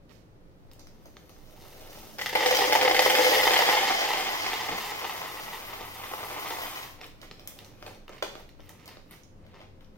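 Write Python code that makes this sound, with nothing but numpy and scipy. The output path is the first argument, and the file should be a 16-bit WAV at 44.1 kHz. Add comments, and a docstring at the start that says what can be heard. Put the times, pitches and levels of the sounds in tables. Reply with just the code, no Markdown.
"""In a tiled room, in front of an open kitchen cupboard, dry beans pour from a plastic packet into a plastic tub.
Random and timed impacts ring the modes of the tub's bottom and walls, then of a growing heap of beans.
The packet rustles and crackles in the hands: fine impacts ring its film and load, and creases snap.
A small two-port microphone hears it up close, with cupboard echoes, the room's tail, one soft bump
on the cabinet and, in the background, a low household rumble of filtered noise and drones."""
import sys
import numpy as np
from scipy import signal
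from scipy.fft import rfft, irfft, next_fast_len
from scipy.io import wavfile
from scipy.ndimage import uniform_filter1d

SR = 44100
rng = np.random.default_rng(int(sys.argv[2]) if len(sys.argv) > 2 else 0)


def unload_audio(sound):
    """Save the sound as a 16-bit wav file, at the path given as the first command line argument."""
    columns = np.transpose(np.atleast_2d(sound))
    # keep every value between -1 and 1, then stretch to whole-number steps
    steps = np.round(np.clip(columns, -1, 1) * 32767)
    wavfile.write(sys.argv[1], SR, steps.astype(np.int16))


N = 439677
T = np.arange(N) / SR

# the stream of beans: (time [s], clatter level [dB], sliding hiss against clatter [dB])
STREAM = [(2.18, -51, -2), (2.33, -52, -9), (2.36, -36, -13), (2.55, -31, -7.5), (2.9, -40, -5.5),
          (3.2, -30, -6), (3.6, -28, -10), (3.9, -30.5, -13), (4.5, -33.5, -12), (5.0, -38.5, -8.5),
          (5.9, -46, -4), (6.45, -41, -4), (6.68, -41.5, -4.5), (6.8, -43.5, -5), (6.93, -55.5, -5),
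          (7.0, -72, -14)]
# stragglers that follow each bean or clump: level against its peak and against its thud
SHOWER_DB, SHOWER_THUD_DB, SHOWER_T60_S = -28, -17.5, 0.12
# the rising heap mutes the plastic from here on, for 2.5 s
BURIED_S, BURIED_DB_PER_S = 3.25, -4.5
# beans and clumps that stand out:
# (time [s], relative level [dB], thud in the tub against it [dB], click of the skin against it [dB])
LOUD_BEANS = [(2.185, -24, -12, -17), (2.192, -19.5, -20, -22), (2.213, -18, -25, -10.5),
              (2.26, -14.5, -24, -15), (2.293, -22, -12, -11), (2.328, -18, -10, -16),
              (2.352, -7, -7.5, -23), (2.407, -17, -3, -26), (2.428, -15, -12, -26), (2.46, -9.5, -10, -12),
              (2.508, -10, -9.5, -20), (2.549, -15, -10, -9), (2.569, -13, -19, -9),
              (2.589, -15.5, -2.5, -13), (2.617, -19, 2.5, -31), (2.647, -16.5, -2.5, -26),
              (2.678, -14.5, -4, -25), (2.724, -6, -11, -16), (2.752, -9, -4.5, -20),
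              (2.812, -8.5, -12, -20), (2.826, -9, -6, -25), (2.849, -12.5, -4, -22),
              (2.877, -10.5, -7, -32), (2.896, -13.5, -5, -24), (2.911, -12, -5.5, -22),
              (2.946, -8, -13, -17), (2.964, -11, -12, -20), (2.992, -7, -5.5, -12.5),
              (3.02, -10, -10.5, -13), (3.05, -9.5, -9, -19), (3.06, -10.5, -2, -26),
              (3.098, -8, -10.5, -14.5), (3.151, -10.5, -14, -13), (3.165, -17, -11, -16),
              (3.186, -14, -3.5, -20), (3.205, -16.5, -5.5, -18), (3.231, -13, -18, -20),
              (3.246, -7.5, -11, -23), (3.266, -12, -4.5, -22), (3.29, -16, -6, -20),
              (3.308, -14.5, -7, -20), (3.319, -12.5, -2.5, -24), (3.345, -10.5, -13, -21),
              (3.379, -12, -13, -16), (3.432, -9, -9.5, -15), (3.47, -12, -1, -27), (3.507, -13.5, -7, -23),
              (3.535, -9.5, -10, -19), (3.562, -9, -9, -23), (3.59, -11, -3.5, -14),
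              (3.621, -15, -1.5, -20), (3.689, -9.5, -6, -24), (3.708, -11.5, -11, -20),
              (3.727, -12, -3, -28), (3.769, -10.5, -6, -32), (3.809, -16, -5, -24), (3.832, -12, -8, -24),
              (3.862, -20, -10, -22), (3.879, -16.5, -5, -22), (3.903, -21, 4.5, -25), (3.99, -19, -2, -17),
              (4.01, -13, -10, -20), (4.054, -24, -3, -24), (4.105, -17.5, -2, -26), (4.134, -18, -11, -15),
              (4.169, -20, -10, -20), (4.198, -18.5, -2, -25), (4.445, -25, -19, -21),
              (4.463, -19, -12, -22), (4.532, -17, -12, -24), (4.622, -34, -14, -22), (4.687, -23, -6, -24),
              (4.779, -18, -10, -20), (4.858, -29, -7, -21), (4.99, -22.5, -15, -24), (5.044, -21, -7, -26),
              (5.074, -27, -11, -22), (5.095, -24, -4, -29), (5.214, -23, -9, -22), (5.353, -34, -10, -22),
              (5.434, -25, -17, -22), (5.532, -27.5, -5, -24), (5.562, -45, -8, -22), (5.616, -40, -6, -20),
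              (5.682, -30, -8, -22), (5.731, -27.5, -3, -24), (5.809, -30, -5, -20), (5.902, -45, -3, -18),
              (5.973, -38, -6, -20), (6.036, -24, -12.5, -28), (6.114, -30, -4, -18),
              (6.136, -25, -1.5, -17), (6.18, -30, -4, -22), (6.19, -34, -4, -22), (6.231, -36, 4, -19),
              (6.245, -35, -6, -22), (6.3, -34, 2, -18), (6.324, -33, -1, -17), (6.407, -42, 4, -23),
              (6.423, -32, 1, -16), (6.455, -32, -8, -16), (6.479, -26.5, -4, -14), (6.504, -21, -4.5, -29),
              (6.586, -24, -5.5, -19), (6.617, -18.5, -12, -29), (6.633, -26, -6, -22),
              (6.646, -29, -9, -22), (6.756, -26, -13, -19), (6.772, -26.5, -8, -20),
              (6.829, -26.5, -12, -13)]


def pour():
    """Bean impacts shared out to the tub, the heap, the bean skins and the packet they slide from."""
    stream_db, slide_db = columns(STREAM)
    _, peak_db, thud_db, click_db = np.transpose(LOUD_BEANS)
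    flow = undb(stream_db) + trail(pushes(LOUD_BEANS, peak_db + SHOWER_DB), SHOWER_T60_S)
    thud_shower = pushes(LOUD_BEANS, peak_db + thud_db + SHOWER_THUD_DB)
    heavy = undb(stream_db) + trail(thud_shower, SHOWER_T60_S)
    buried_db = BURIED_DB_PER_S * np.clip(T - BURIED_S, 0, 2.5)
    hits = patter(500, 1.5) * undb(-6.0)
    after = rng.random((len(LOUD_BEANS), 2))  # one set of lags for thud, tap and click
    thuds = clumps(peak_db + thud_db + 4.5, after)
    taps = clumps(peak_db - 0.5, after)
    clicks = clumps(peak_db + click_db + 10.5, after)
    out = tub(hits * flow, hits * heavy, thuds, taps, buried_db)
    out += heap(hits, flow, heavy, thuds, taps, buried_db)
    out += skins(flow, clicks, buried_db)
    out += sliding(flow, slide_db, clicks)
    return out + first_touch(taps, buried_db)


CLUMP_S, CLUMP_DB = .006, -3.5  # spread of the two followers' lags, their level against the first


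def clumps(db, after):
    """Each timed bean pushes once, then two weaker ones land just behind it."""
    out = pushes(LOUD_BEANS, db)
    s = np.array(LOUD_BEANS)[:, 0]
    for lag in after.T:
        out[((s + .001 + CLUMP_S * lag) * SR).astype(int)] += undb(db + CLUMP_DB)
    return out


TUB_T60_S = 0.059  # at 800 Hz; higher modes die sooner
BOTTOM_BELOW_HZ, WALLS_BELOW_HZ = 650, 1000
BOTTOM_DB, WALLS_DB = -5, -4.5  # stream level against the clatter
COVERED_S, COVERED_DB_PER_S, COVERED_DB = 3.35, -19.5, -26  # the bottom is covered first, down to a floor
# modes of the plastic tub: (frequency [Hz], relative level [dB])
TUB_MODES = [(330, -9.5), (455, -15), (512, 6), (586, -0.5), (736, -7.5), (783, 1.5), (836, 2),
             (905, -12.5), (1033, -19.5), (1195, -17), (1510, -14), (1725, -7.5), (1795, -15), (1905, -5.5),
             (2010, -3.5), (2115, -6), (2300, -8), (2700, -9), (2880, -9.5), (3100, -5), (3270, -5.5),
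             (3530, -7.5), (4120, -23), (4930, -8)]


def tub(fall, drop, thuds, taps, buried_db):
    """Impacts ring the plastic's damped modes, which the heap mutes, the bottom most."""
    width = np.log(1000) / np.pi / TUB_T60_S
    modes = np.array([(hz, width * (hz / 800) ** 1.17, db) for hz, db in TUB_MODES])
    part = np.digitize(modes[:, 0], [BOTTOM_BELOW_HZ, WALLS_BELOW_HZ])
    bare = undb(buried_db)
    covered = undb(np.clip(COVERED_DB_PER_S * (T - COVERED_S), COVERED_DB, 0))
    drum = body(covered * bare * (drop * undb(BOTTOM_DB) + thuds), modes[part == 0], 2.2)
    # the heap leans on the walls
    drum += body(bare ** 1.23 * (drop * undb(WALLS_DB) + thuds), modes[part == 1], 1.7)
    drum += body(bare * (fall * undb(-0.5) + taps), modes[part == 2], 0.99)
    return drum


# first hard touch of a bean on plastic: (frequency [Hz], width [Hz], relative level [dB])
TOUCH_MODES = [(1290, 2700, -3.5), (2900, 1400, -10)]


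def first_touch(taps, buried_db):
    """A hard touch rings briefly in broad modes and weakens as the plastic is buried."""
    return body(taps * undb(buried_db) ** 1.2 * undb(2.5), TOUCH_MODES, 1.2)


# as the air above the heap shortens, its clack leans to the higher resonance, for 2.5 s
FILL_S, FILL_DB_PER_S = 2.3, 1.5
# resonances of the heap: (frequency [Hz], width [Hz], relative level [dB])
HEAP_MODES = [(374, 482, -2), (831, 165, 0.5), (1040, 220, -5), (1960, 210, -7.5), (2470, 750, -4.5),
              (3200, 760, -9.5)]


def heap(hits, flow, heavy, thuds, taps, buried_db):
    """Beans clack on beans in broad, heavily damped modes that gain as the plastic loses."""
    heaped = undb(-9.5 - 0.63 * buried_db)
    fill = undb(FILL_DB_PER_S * np.clip(T - FILL_S, 0, 2.5))
    hits = hits * undb(-9.5) + patter(1400, 2.13) * undb(-4.5)
    low = heaped * (hits * heavy + thuds * undb(7.0))
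    clack = body(low, HEAP_MODES[:1], 4.0)
    clack += body(low / fill, HEAP_MODES[1:2], 4.1)
    clack += body(low * fill, HEAP_MODES[2:3], 1.6)
    clack += body(heaped * (hits * flow + taps * undb(7.5)), HEAP_MODES[3:], 2.0)
    return clack


# click of a hard bean skin: (frequency [Hz], width [Hz], relative level [dB])
SKIN_MODES = [(4440, 2300, 4), (7040, 1200, -1)]


def skins(flow, clicks, buried_db):
    """Hard skins click in short, broad high modes; the stream's clicks soften as the heap rises."""
    stream = patter(1200, 2.2) * flow * undb(-13.0 + 0.5 * buried_db)
    return body(stream, SKIN_MODES, 3.3) + body(clicks, SKIN_MODES, 1.5)


# thin packet film, also rustled by the hands: (frequency [Hz], width [Hz], relative level [dB])
FILM_MODES = [(2600, 3000, -3.5), (5600, 3200, -4), (9800, 2500, -7.5), (14000, 9500, 2.5)]


def sliding(flow, slide_db, clicks):
    """Beans hiss out of the packet as dense tiny impacts in the film's highest modes."""
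    scrape = patter(2500, 2.1) * flow * undb(slide_db - 2.0)
    return body(scrape + clicks, FILM_MODES[2:], 2.85)


def packet():
    """Handled film and its load of beans, panned between the ports along the creases."""
    s, _, _, _, _, pan_db = np.transpose(CREASES)
    pan = np.interp(T, s, pan_db) / 2
    return (rustle() + snaps()) * undb(np.array([pan, -pan]))


EDGE_DB = -20  # how far a squeeze has sunk after its swell or fade time
# settling after each snap, against the snap: (film [dB], beans [dB], load [dB])
SETTLE_LEVELS = (-26, -22, -15.5)
SETTLE_T60_S = 0.14
# hands squeezing the packet: (loudest at [s], swell [s], fade [s], film rustle level [dB],
# beans shifting against rustle [dB], slump of the load against rustle [dB])
GRIPS = [(.11, 0.029, 0.09, -62.5, -1, -4), (.18, 0.11, .04, -78, -4, 0), (.8, 0.24, 0.13, -74, -10, 12),
         (1.07, 0.11, 0.028, -68, -2, 13), (1.35, 0.09, 0.11, -99, 3, 5), (1.62, 0.073, 1, -59.5, -8, 1.5),
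         (1.96, 1, 0.94, -46, -18, -4), (7.04, 0.078, 0.047, -59, 13, 11),
         (7.23, 0.026, 0.048, -50.5, 4.5, 0), (7.6, 0.73, .3, -57, -1.5, 2.5),
         (7.88, 0.11, 0.13, -51.5, 1, 4.5), (8.13, 0.023, 0.12, -55, 9, -1),
         (8.4, 0.16, 0.066, -54.5, -1, 2), (8.71, 0.18, 0.072, -55, -2, -1), (8.89, 0.13, 0.12, -58, 10, 5),
         (9.13, 0.059, 0.087, -49, -2, -8), (9.43, .05, 0.19, -79, 9, 15),
         (9.55, 0.1, 0.074, -74.5, 16.5, 19), (9.62, 0.076, 0.068, -73.5, 21, 21.5),
         (9.82, .06, 0.11, -71, 6.5, 7), (9.97, 0.045, .1, -65, 5, 6)]
# beans held in the packet: (frequency [Hz], width [Hz], relative level [dB])
LOAD_MODES = [(355, 133, -0.5), (550, 120, -1), (740, 54, -9.5), (1115, 400, -4), (2150, 1100, -0.5),
              (3470, 2400, -14.5)]


def rustle():
    """Each squeeze swells and fades fine impacts in the film, the shifting beans and the slumping load."""
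    _, peak_db, _, knock_db, _, _ = np.transpose(CREASES)
    settling = zip((peak_db, peak_db, peak_db + knock_db), SETTLE_LEVELS)
    film, shift, slump = (trail(pushes(CREASES, db + settle_db), SETTLE_T60_S) for db, settle_db in settling)
    for at, swell_s, fade_s, db, shift_db, slump_db in GRIPS:
        edge = np.where(T < at, (at - T) / swell_s, (T - at) / fade_s)
        grip = undb(db + EDGE_DB * edge)
        film = film + grip
        shift = shift + grip * undb(shift_db)
        slump = slump + grip * undb(slump_db)
    out = body(patter(1800, 3.3) * film * undb(-10.5), FILM_MODES, 2.0)
    out += body(patter(900, 2.7) * shift * undb(-8.0), LOAD_MODES[3:], 3.2)
    out += body(patter(500, 1.8) * slump * undb(-7.0), LOAD_MODES[:3], 1.7)
    return out


# creases snapping and the load slumping: (time [s], relative level [dB], pitch of the crease [Hz],
# body knock against it [dB], top snap against it [dB], left minus right [dB])
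CREASES = [(0.094, -58, 4640, -7, -11, -20), (0.714, -47, 4440, -8, -10, -2),
           (0.734, -54, 3530, -8, -2, -1), (0.794, -42.5, 5630, -20, -25, -4),
           (0.805, -49, 5000, -14, -21, 1), (0.8702, -43.5, 4300, -2, -22, 1),
           (1.0566, -46.5, 5630, 1, -10, -1), (1.168, -46, 3510, 5, -23, -1),
           (1.2934, -42.5, 3400, -1, -17, 0), (1.364, -62, 2500, 12, -25, -1),
           (7.013, -35.5, 2990, -5, -18, -2), (7.0426, -41.5, 2890, -2, -13, 1),
           (7.0644, -55, 2820, -9, 5, -2), (7.215, -41, 2690, -14, -16, -5),
           (7.312, -38.5, 3000, 0.5, -37, 0), (7.3952, -41, 2970, -4, -20, -1),
           (7.474, -34, 2620, -20, -2.5, -2), (7.589, -39, 2760, -19, -17, -1),
           (7.646, -38.5, 5350, -21, -25, -1), (7.8255, -42, 3940, 9, -18, 1.0),
           (7.8637, -34.5, 2800, 4, -29, -1), (7.947, -46, 2750, -17, -24, 0), (8.08, -43, 2550, 6, -21, 2),
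           (8.093, -44.5, 2450, 13.5, -23, -2), (8.224, -24.5, 3400, 5.5, -25, -6),
           (8.2261, -24.5, 2900, 7.5, -22, 0), (8.238, -45, 2900, -1.5, -24, 4),
           (8.3531, -46, 2930, 14.5, -21, -3), (8.4908, -46, 3050, -27, -20, -0.5),
           (8.604, -48, 2670, -32, -37, -2), (8.6925, -44, 2600, -25, -3.5, -1),
           (8.798, -49, 2820, -12, -16, -5), (8.8574, -41, 5480, -13, -12, -3),
           (8.878, -34, 4300, -8, -16, 0), (8.97, -48, 3030, 11, -28, 0),
           (9.1103, -44, 3040, -12.5, -4, -3), (9.234, -47.5, 4700, -17, -36, -4),
           (9.465, -51, 2400, 0, -24, 0), (9.544, -56, 2600, 10, -25, 1), (9.604, -50, 2500, 1, -26, 0),
           (9.62, -59, 2700, 5, -23, 0), (9.8077, -50.5, 2560, -17.5, -25.5, 1.5),
           (9.8453, -58.5, 3790, -3, -17, 2)]


def snaps():
    """Creases give way in quick runs of slips at their own pitch and knock the load and film."""
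    s, peak_db, crease_hz, knock_db, top_db, _ = np.transpose(CREASES)
    snap = body(pushes(CREASES, peak_db + knock_db + 7.0), LOAD_MODES[:3], 1.5)
    snap += body(pushes(CREASES, peak_db + knock_db + 13.0), LOAD_MODES[3:4], 0.78)
    snap += body(pushes(CREASES, peak_db + top_db + 23.0), FILM_MODES[2:], 1.2)
    snap += body(pushes(CREASES, peak_db + knock_db - 15.0), LOAD_MODES[4:], 1.5)
    give = np.exp(-np.arange(600) / SR / 0.0011)
    for start, db, hz in zip((s * SR).astype(int), peak_db, crease_hz):
        slips = 0.33 * give * rng.standard_normal(len(give))
        slips[0] = 1  # the first slip is the sharpest
        snap[start:start + len(give)] -= undb(db + 9.5) * ring(slips, hz, 0.72 * hz)
    return snap


BUMP_S, BUMP_DB, BUMP_PUSH_S = 4.722, -45, 0.025
# a soft bump on the cabinet: (frequency [Hz], width [Hz], relative level [dB])
BUMP_MODES = [(110.65, 40, -18.5), (190, 38.3, 4.5), (257, 98, 2.5), (480, 170, -10)]


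def cabinet_bump():
    """A soft bell-shaped burst of noise, each sample of random sign, wakes the cabinet's low modes."""
    push = undb(BUMP_DB) * np.exp(-((T - BUMP_S) / BUMP_PUSH_S) ** 2) * (abs(T - BUMP_S) < .1)
    return body(push * rng.choice([-1, 1], N), BUMP_MODES, 1.0)


SPOTS, SPOT_HOLD_S = 3, .03  # spots the close sounds come from, time between new random shares
SPOT_LAG_S = .00009  # the outer spots reach one port this much sooner


def from_spots(close):
    """The close sound keeps shifting its share between spots, each with its own path to the ports."""
    hold = int(SPOT_HOLD_S * SR)
    share = np.repeat(rng.random((SPOTS, N // hold + 1)) ** 6, hold, axis=1)
    share = uniform_filter1d(share, hold // 4, axis=1)[:, :N]
    share /= np.sqrt(np.sum(share ** 2, axis=0))
    lags = SPOT_LAG_S * np.linspace(-1, 1, SPOTS)
    return sum(signal.oaconvolve(close * s, room(lag), axes=1)[:, :N] for s, lag in zip(share, lags))


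ROOM_DB, CUPBOARD_DB = -1.5, -7  # energy against the direct sound
CUPBOARD_S, CUPBOARD_ALIKE = 0.0029, .25  # echo decay, share of energy common to both ports
ROOM_ALIKE_HZ = 220  # long waves reach both ports alike
# the room's tail: (frequency [Hz], reverberation time T60 [s])
TAIL_T60 = [(300, 0.46), (1500, 0.5), (5000, 0.53), (12000, 0.21)]
# phase by which the left port leads: (frequency [Hz], lead [rad])
PORT_LEADS = [(0, 0), (300, .3), (520, 1.2), (800, 1.3), (1400, .7), (2150, 1.2), (3000, 1.2), (16000, 9)]


def room(lag_s):
    """Direct sound, quick cupboard echoes and a diffuse decaying tail from one spot to each port."""
    size = 1 << 14
    t, f = np.arange(size) / SR, np.arange(size // 2 + 1) * SR / size
    tail = 0
    for hz, t60 in TAIL_T60:
        noise = ring(rng.standard_normal((3, size)), hz, 1.8 * hz)
        pair = two_ports(noise, np.clip(ROOM_ALIKE_HZ / hz, 0, 1))
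        tail = tail + unit(pair) * np.sqrt(hz) * 1000. ** (-t / t60)
    tail *= np.clip(t / 0.0065, 0, 1)
    echoes = rng.standard_normal((3, size)) * np.exp(-t / CUPBOARD_S) * (t > .0015)
    near = two_ports(echoes, CUPBOARD_ALIKE)
    out = (undb(ROOM_DB) * unit(tail) + undb(CUPBOARD_DB) * unit(near)) / np.sqrt(size)
    out[:, 24] += 1  # direct sound, late enough to leave space for a lead
    lead = np.interp(f, *np.transpose(PORT_LEADS)) + 2 * np.pi * f * lag_s
    return irfft(rfft(out) * np.exp(1j * np.outer([.5, -.5], lead)))


def two_ports(noise, alike):
    """Mix a common and two separate noises so that the ports share part of their energy."""
    mid, left, right = noise
    return np.sqrt(alike) * mid + np.sqrt(1 - alike) * np.array([left, right])


# balance of the two ports: (frequency [Hz], left minus right [dB])
PORT_BALANCE = [(60, 1), (110, -1), (200, 2), (380, 3), (700, -2), (1290, 0.5), (2380, 1.5), (4400, -1),
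                (8120, -2), (15000, 8)]
# close sources as the microphone hears them: (frequency [Hz], gain [dB])
MIC_COLOUR = [(120, -1), (230, -5), (330, -1), (3700, 0.5), (6000, -0.5), (8200, -8.5), (9400, -4),
              (10900, -11.5), (12500, -2.5), (16000, -3)]


def microphone(heard):
    """The ports differ in colour by frequency and share one response."""
    ports = [shaped(x, [(hz + 1, side * db / 2) for hz, db in PORT_BALANCE])
             for x, side in zip(heard, (1, -1))]
    return shaped(np.array(ports), MIC_COLOUR)


HOUSE_DB = -54.5  # rms of the common part of the hush
# household rumble: (frequency [Hz], relative level per Hz [dB])
HOUSE_COLOUR = [(12, -36), (20, 7), (38, -19), (123, -13), (234, -17.5), (377, -19.5), (513, -23),
                (698, -30), (3250, -47), (4180, -47.5), (7950, -58.5), (16000, -59)]
# the room's own low modes, ringing with the rumble: (frequency [Hz], width [Hz], level [dB])
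LOW_MODES = [(59, 5, -68), (120, 10, -68.5), (174, 6, -69), (256, 6, -78.5), (301.5, 6.4, -68.5),
             (519, 14, -70.5)]
# the lower and the higher drone: (lower [Hz], higher [Hz])
DRONE_PITCHES = (94.7, 214.5)
# their bandwidths: (lower [Hz], higher [Hz])
DRONE_WIDTHS = (9.8, 3.8)
# the drones swell and fade: (time [s], level of the lower [dB], level of the higher [dB])
DRONE_LEVELS = [(0, -74, -66), (.3, -63, -72), (1.1, -68, -72), (2.2, -64, -61), (3.4, -56.5, -57),
                (3.7, -66, -59.5), (4.8, -60.5, -59), (4.95, -65, -70), (5.45, -67, -67), (5.92, -54, -70),
                (6.08, -64, -68), (6.25, -55, -69), (6.4, -62, -69), (7.45, -64, -68), (7.65, -55.5, -64.5),
                (8.0, -63, -64), (8.6, -67, -73), (9.3, -62.5, -69.5), (9.42, -51, -64), (9.6, -69, -69),
                (9.77, -54.5, -69), (9.9, -67, -67), (9.97, -57, -65)]


def house():
    """Steady coloured noise of the flat, plus low modes and drones that reach both ports alike."""
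    mid, side = shaped(rng.standard_normal((2, N)), HOUSE_COLOUR)
    side = shaped(side, [(20, -4.0), (60, -4.5), (300, -7.5), (1000, 2.5), (16000, 3.0)])
    hush = undb(HOUSE_DB) * (mid + np.array([side, -side])) / np.sqrt(np.mean(mid ** 2))
    hum = sum(tone(hz, width_hz) * undb(db) for hz, width_hz, db in LOW_MODES)
    drones = zip(DRONE_PITCHES, DRONE_WIDTHS, columns(DRONE_LEVELS))
    hum += sum(tone(hz, width_hz) * undb(db) for hz, width_hz, db in drones)
    return hush + hum


def tone(hz, width_hz):
    """A wavering tone: noise ringing one narrow mode, rms 1."""
    return unit(ring(rng.standard_normal(N), hz, width_hz))


def undb(db):
    """Gain from dB."""
    return 10 ** (np.asarray(db) / 20)


def unit(x):
    """Scale to rms 1."""
    return x / np.sqrt(np.mean(x ** 2))


def columns(table):
    """Curve columns at every sample; the first is silent outside the table."""
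    s, first, *rest = np.transpose(table)
    return [np.interp(T, s, first, -120, -120)] + [np.interp(T, s, c) for c in rest]


def ring(x, hz, width_hz):
    """One damped mode whose answer to a unit blow has about energy 1."""
    r = np.exp(-np.pi * width_hz / SR)
    poles = [1, -2 * r * np.cos(2 * np.pi * hz / SR), r * r]
    gain = np.sqrt((1 - r * r) / 2)
    return signal.lfilter([gain, 0, -gain], poles, x)


REACH_S = .0003  # longest time a blow takes to spread through a body


def body(blows, modes, spread_db):
    """Every blow strikes somewhere else, so it wakes each mode with its own strength and short lag."""
    hit = np.flatnonzero(blows[:-100])  # the lags must stay inside the sound
    out = 0
    for hz, width_hz, db in modes:
        push = np.zeros(N)
        lag = (rng.random(len(hit)) * REACH_S * SR).astype(int)
        push[hit + lag] = -blows[hit] * undb(db + spread_db * rng.standard_normal(len(hit)))
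        out = out + ring(push, hz, width_hz)
    return out


def patter(per_s, scatter_db):
    """Random impacts, many small and few large, rms 1."""
    size_db = scatter_db * np.minimum(rng.exponential(size=N), 3.5)
    return unit((rng.random(N) < per_s / SR) * undb(size_db))


def pushes(table, db):
    """Timed impacts as single-sample pushes."""
    out = np.zeros(N)
    out[(np.array(table)[:, 0] * SR).astype(int)] = undb(db)
    return out


def trail(x, t60):
    """Every push leaves a level that dies away."""
    return signal.lfilter([1], [1, -1000. ** (-1 / (t60 * SR))], x)


def shaped(x, points):
    """Colour by (frequency [Hz], gain [dB]) points, joined on a log frequency axis."""
    hz, db = np.transpose(points)
    size = next_fast_len(N)
    f = np.arange(size // 2 + 1) * SR / size + 1  # 1 Hz up keeps the log finite
    return irfft(rfft(x, size) * undb(np.interp(np.log(f), np.log(hz), db)), size)[..., :N]


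SMALL_HZ = 290  # tub and packet are too small to radiate well below this


def scene():
    """Close sources from changing spots, in the room at the microphone, over the house."""
    radiated = signal.butter(2, SMALL_HZ, "high", fs=SR, output="sos")
    close = signal.sosfilt(radiated, pour() + packet())
    close = close + cabinet_bump()
    return microphone(from_spots(close)) + house()


TOP_HZ = 15900


def record(dry):
    """The recorder cuts the top steeply with an elliptic low-pass."""
    return signal.sosfilt(signal.ellip(10, .2, 60, TOP_HZ, fs=SR, output="sos"), dry)


dry = scene()
out = record(dry)
unload_audio(out)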